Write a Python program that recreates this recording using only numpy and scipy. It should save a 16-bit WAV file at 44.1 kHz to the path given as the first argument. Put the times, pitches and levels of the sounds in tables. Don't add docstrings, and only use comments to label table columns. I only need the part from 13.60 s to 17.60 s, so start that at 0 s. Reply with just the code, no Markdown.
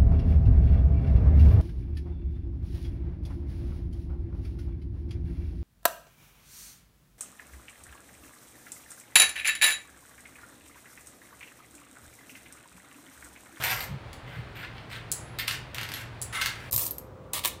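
import sys
import numpy as np
from scipy import signal
from scipy.fft import rfft, irfft
from scipy.io import wavfile
from scipy.ndimage import map_coordinates

SR = 44100
rng = np.random.default_rng(int(sys.argv[2]) if len(sys.argv) > 2 else 0)


def bounce(signal):
    frames = np.transpose(np.atleast_2d(signal))
    limited = np.clip(frames, -1, 1)
    pcm = np.round(limited * 32767).astype(np.int16)
    wavfile.write(sys.argv[1], SR, pcm)


N = 176400


def amp(db):
    return 10 ** (np.asarray(db) / 20)


def unit(x):
    return x / np.sqrt(np.sum(x ** 2) + 1e-20)


def read(points, hz):
    f, value = np.transpose(points)
    return np.interp(np.log(hz + 1), np.log(f + 1), value)


def add(mix, s, sound):
    part = mix[max(round(s * SR), 0):][:len(sound)]
    part += sound[:len(part)]


def above(x, hz):
    return signal.sosfilt(signal.butter(3, hz, "high", fs=SR, output="sos"), x)


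def below(x, hz):
    return signal.sosfilt(signal.butter(2, min(hz, SR / 3), fs=SR, output="sos"), x)


def colour(spectrum, size=2048):
    log_gain = np.log(amp(read(spectrum, abs(np.fft.fftfreq(size, 1 / SR)))))
    transfer = np.exp(np.conj(signal.hilbert(log_gain)))
    return unit(np.fft.ifft(transfer).real[:size // 2])


def band(hz, width_hz, size):
    f = np.fft.rfftfreq(N, 1 / SR)
    spectrum = rfft(rng.standard_normal(N)) / (1 + (2 * (f - hz) / width_hz) ** 4)
    return unit(irfft(spectrum, N)[:size]) * np.sqrt(size)


def air(spectrum, db, hums):
    gain = amp(read(spectrum, np.fft.rfftfreq(N, 1 / SR)))
    noise = unit(irfft(rfft(rng.standard_normal(N)) * gain, N)) * np.sqrt(N)
    return amp(db) * noise + sum(amp(hum_db) * band(hz, width, N) for hz, width, hum_db in hums)


def far_air():
    spectrum = [(20, -29), (45, -4.5), (120, -4), (230, -13.5), (600, -15.5), (1900, -20), (4200, -30.5),
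                (6200, -42.5), (10200, -46), (11800, -59), (14000, -48), (16000, -55)]
    hums = [(60, 3.6, -69), (119.6, 25.5, -49)]
    return air(spectrum, db=-45, hums=hums)


def near_air():
    spectrum = [(25, -33), (50, -15.5), (90, -1), (220, -12.5), (560, -12.5), (700, -19), (1200, -19),
                (1600, -29), (2300, -33.5), (5000, -45), (9500, -49), (11500, -57), (16000, -49)]
    hums = [(60, 2.6, -56), (521, 5, -57)]
    return air(spectrum, db=-47.5, hums=hums)


def room(x, early_db, tail_db, tails=3, hand_moves_per_s=4):
    echoes = [(.0062, -3), (.0074, -20), (.0092, -5.5), (0.0183, -16)]
    decay_times = [(150, 1), (1000, 0.39), (2500, 0.36), (6000, 0.32), (10000, 0.24), (15000, 0.17)]
    out = x.copy()
    for delay, db in echoes:
        add(out, delay, amp(db + early_db) * x)
    moves = np.arange(N) / SR * hand_moves_per_s
    for k in range(tails):
        hz, t, noise = signal.stft(rng.standard_normal(SR * 3 // 4), SR, nperseg=256)
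        envelope = amp(-60 * t / read(decay_times, hz)[:, None]) * np.minimum(t / 0.0067, 1)
        tail = signal.istft(noise * envelope, SR, nperseg=256)[1]
        share = np.cos(np.pi * (moves + k / tails)) * np.sqrt(2 / tails)
        out += amp(tail_db) * signal.fftconvolve(x * share, unit(tail))[:N]
    return out


def thumps():
    bumps = [(.293, 0.089, -36.5, 136.5), (0.764, 0.08, -38.5, 118.2), (3.124, 0.076, -38.5, 97.4)]
    out = np.zeros(N)
    for s, length, db, hz in bumps:
        t = np.arange(0, length, 1 / SR)
        boom = np.sin(2 * np.pi * hz * t) + 0.53 * band(hz, width_hz=120, size=len(t))
        swell = np.sin(np.pi * (t / length) ** 0.67)
        add(out, s, amp(db) * np.sqrt(len(t)) * unit(boom * swell))
    return out


def ring(modes, t60_s, size=8192):
    t = np.arange(size) / SR
    return unit(sum(amp(db - 60 * t / t60_s) * np.sin(2 * np.pi * (hz * t + rng.random()))
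                    for hz, db in modes))


def coin(hz, spread_hz, count=9):
    offsets = np.linspace(-1, 1, count) + rng.uniform(-0.71, 1, count) / count
    return ring([(hz + spread_hz * z, -9 * z ** 2) for z in offsets], t60_s=0.019)


def patchy(x, patch_hz=415.5, patch_s=0.00603, depth_db=2.5):
    hz, t, spectrum = signal.stft(np.pad(x, (0, 256)), SR, nperseg=256)
    grid = np.meshgrid(hz / patch_hz, t / patch_s, indexing="ij")
    field = map_coordinates(rng.standard_normal((128, 128)), grid, order=1, mode="mirror")
    flicker = amp(depth_db * field / field.std())
    return np.linalg.norm(x) * unit(signal.istft(spectrum * flicker, SR, nperseg=256)[1])


def contact(decay_s, size=1024):
    age = np.arange(size) / SR / decay_s
    fade = np.sqrt(age) * np.exp(-age)
    spectrum = rfft(rng.standard_normal(size) * fade)
    whitened = irfft(spectrum / abs(spectrum))
    return unit(whitened * np.sqrt(fade)) * np.sqrt(0.0019 * SR)


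def slips(length, per_s, spread_db=3.5, rise_s=0.0034, fall_s=0.014):
    t = np.arange(0, length, 1 / SR)
    chance, strength, sign = rng.random((SR // 2, 3))[:len(t)].T
    height = amp(spread_db * np.minimum(-np.log(strength), 3))
    train = (chance < per_s / SR) * np.sign(sign - .5) * height
    stroke = np.minimum(t / rise_s, 1) * np.minimum((length - t) / fall_s, 1)
    return patchy(unit(train * stroke) * np.sqrt(len(t)))


def excite(drive, parts, size=32768):
    spectrum = rfft(drive, size)
    responses = (amp(db) * unit(irfft(spectrum * rfft(response, size))) for response, db in parts)
    return np.linalg.norm(drive) * sum(responses)


def hand_clicks():
    # t/s, level/dB; the last row is a second contact of the coins just after the second click
    clicks = [(1.5165, -20), (2.6161, -27.5), (2.6226, -29)]
    click_spectrum = [(1000, -27), (3200, -16), (4500, -9), (6200, -7.5), (7700, 5), (9200, -4), (10600, 6),
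                      (11800, -19), (13500, -5), (16000, -8)]
    out = np.zeros(N)
    for s, db in clicks:
        pulse = contact(decay_s=0.0011)
        metal = ring([(10640, 0)], t60_s=.45, size=16384)
        add(out, s, amp(db) * excite(pulse, [(colour(click_spectrum), 0), (metal, -15.5)]))
    return room(out, early_db=0.0, tail_db=-1.5)


def table_coins(table_t60_s=0.07):
    # t/s, tick level/dB, wood level/dB, ring f/Hz, ring level/dB re tick
    knocks = [(0.0237, -41, -28, 10900, 3), (0.0372, -29.5, -25, 13900, 4), (0.2046, -40, -30.5, 13100, 9),
              (0.5300, -43.5, -44, 10100, -9), (1.1807, -64, -42, 10700, -5), (1.3283, -49, -37, 8000, -6),
              (1.7863, -33, -29, 14200, -1), (1.8748, -40, -43, 14000, -6),
              (1.8792, -25.5, -20.5, 10430, -7.5), (1.9097, -35, -28.5, 11400, -4),
              (2.1452, -37, -33, 13900, -4), (2.1823, -38, -26.5, 14200, -9),
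              (2.2118, -38, -31.5, 11400, -8), (2.2305, -37.5, -33, 11500, -4),
              (2.2890, -40, -33.5, 13100, -9), (2.3172, -37, -32.5, 11400, -12),
              (2.3380, -35.5, -32, 11480, 2.5), (2.8135, -31, -24, 14100, -11),
              (2.8591, -26.5, -21.5, 14400, -8)]
    # t/s, duration/s, wood level/dB, lowest wood f/Hz, hiss level/dB,
    # ring f/Hz, ring level/dB re hiss
    slides = [(0.0, 0.057, -40.5, 590, -48, 12800, -3), (0.037, 0.077, -34, 496, -40, 13400, -2),
              (0.101, 0.048, -33.5, 650, -39, 13300, 2.5), (0.156, 0.1, -46.5, 700, -48, 13200, -0.5),
              (0.661, .15, -52.5, 1510, -69.5, 14000, -8), (0.95, 0.08, -47.5, 1490, -65.5, 14000, 3),
              (1.023, 0.043, -44, 1370, -64, 13800, -11), (1.149, 0.034, -55.5, 3200, -76, 10700, -11),
              (1.297, 0.085, -46, 1930, -59, 8000, -6), (1.79, 0.028, -34.5, 1850, -48.5, 14200, 5),
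              (1.885, 0.074, -42, 1400, -48, 13900, -8), (2.142, 0.125, -46.5, 1320, -58, 11400, -14),
              (2.332, 0.095, -45.5, 1720, -53.5, 11500, -7), (2.725, 0.062, -39, 1090, -46, 10400, -2),
              (2.797, 0.087, -41.5, 1120, -46, 14200, -8), (2.81, 0.022, -32.5, 1310, -38.5, 14300, -11),
              (2.884, 0.22, -52, 1550, -64, 10600, -16)]
    tick_spectrum = [(1000, -58), (3000, -15.5), (4700, 3.5), (6500, -0.5), (8500, 2), (10500, -1.5),
                     (11900, -9.5), (13500, 0), (14500, -1.5), (16000, -9)]
    wood_spectrum = [(150, -29.5), (500, -5), (750, -2.5), (1250, -4), (1600, -1), (2100, -1), (3000, -2.5),
                     (4500, -7.5), (6200, -24), (12000, -60.5)]
    table_modes = [(1195, -3), (1328, 0.5), (1621, -14.5), (2120, 2.5), (2186, -7), (2850, -10), (3680, -6)]
    out = np.zeros(N)
    tick = colour(tick_spectrum)
    wood = amp(-14.5) * ring(table_modes, table_t60_s)
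    add(wood, 0, colour(wood_spectrum))
    rap = above(wood, hz=1180)
    for s, db, wood_db, hz, ring_db in knocks:
        blow = patchy(contact(decay_s=0.0021))
        metal = coin(hz, spread_hz=240)
        add(out, s, excite(blow, [(rap, wood_db), (tick, db), (metal, db + ring_db)]))
    for s, length, wood_db, lowest_hz, db, hz, ring_db in slides:
        top_hz = 4490 * 2 ** ((wood_db + 30) / 23)
        scrape = below(above(wood, lowest_hz), top_hz)
        friction = slips(length, per_s=1300)
        metal = coin(hz, spread_hz=600)
        add(out, s, excite(friction, [(scrape, wood_db), (tick, db), (metal, db + ring_db)]))
    chatter_at_s, chatter_db = 2.727, -43.5
    modes = [(ring([(hz, 0)], table_t60_s), chatter_db + db) for hz, db in table_modes]
    add(out, chatter_at_s, excite(slips(length=.11, per_s=400), modes))
    return room(out, early_db=-7.5, tail_db=-1.5)


def tub_coins():
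    # t/s, tick level/dB, tub level/dB, ring f/Hz, ring level/dB re tick
    clinks = [(3.1113, -31.5, -45, 13400, -6), (3.1224, -26, -46, 13400, -7), (3.1405, -25, -39, 12900, -4),
              (3.1617, -18, -37, 13600, -0.5), (3.178, -20, -33, 13500, -2), (3.2217, -35, -43, 14300, 3),
              (3.2527, -34, -46, 12900, 6), (3.265, -24.5, -37, 13400, -3), (3.3086, -29, -40, 12950, 5.5),
              (3.3825, -35, -45, 13050, 4.5), (3.7335, -21, -29, 14300, -16), (3.792, -30, -30, 13900, -11),
              (3.8485, -19, -19.5, 13300, -6), (3.856, -18.5, -21, 13100, -5),
              (3.8748, -22.5, -32, 13500, -6)]
    # t/s, duration/s, tub level/dB, hiss level/dB, ring f/Hz, ring level/dB re hiss
    shifts = [(3.124, 0.035, -38, -29.5, 13200, 1), (3.178, 0.071, -39.5, -31, 14200, -3),
              (3.247, 0.048, -44.5, -36, 13500, -6), (3.731, 0.067, -35, -33.5, 14000, -12),
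              (3.834, 0.043, -35.5, -35.5, 14200, -12), (3.866, 0.029, -43, -40, 14200, -3)]
    heap_spectrum = [(1000, -41.5), (2500, -12), (4200, -2.5), (6000, -7.5), (9300, 1), (11000, -4),
                     (11900, -16), (13100, 1.5), (14300, -3), (16000, -1.5)]
    tub_spectrum = [(150, -22), (550, -3.5), (800, -5.5), (1100, 2.5), (1450, -12), (1850, -3.5), (2800, 1),
                    (3600, 4), (5000, -2.5), (10000, -41.5)]
    out = np.zeros(N)
    heap, tub = colour(heap_spectrum), colour(tub_spectrum)
    for s, db, tub_db, hz, ring_db in clinks:
        blow = contact(decay_s=0.0017)
        metal = coin(hz, spread_hz=300)
        add(out, s, excite(blow, [(tub, tub_db), (heap, db), (metal, db + ring_db)]))
    for s, length, tub_db, db, hz, ring_db in shifts:
        jingle = slips(length, per_s=3000)
        metal = coin(hz, spread_hz=750)
        add(out, s, excite(jingle, [(tub, tub_db), (heap, db), (metal, db + ring_db)]))
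    return room(out, early_db=-9.5, tail_db=-8.5)


def scene():
    jump_s, gap_s = 3.102, 0.0055
    t = np.arange(N) / SR
    far = table_coins() + hand_clicks() + far_air()
    near = tub_coins() + near_air()
    fade_out = np.clip((jump_s - t) / 0.0014, 0, 1)
    fade_in = np.clip((t - jump_s - gap_s) / 0.0018, 0, 1)
    return (far * fade_out + near * fade_in + thumps())[None]


def record(dry):
    edge_hz = 15830
    low_pass = signal.firwin(401, edge_hz, window=("kaiser", 9), fs=SR)
    return signal.oaconvolve(dry, low_pass[None], "same")


dry = scene()
out = record(dry)
bounce(out)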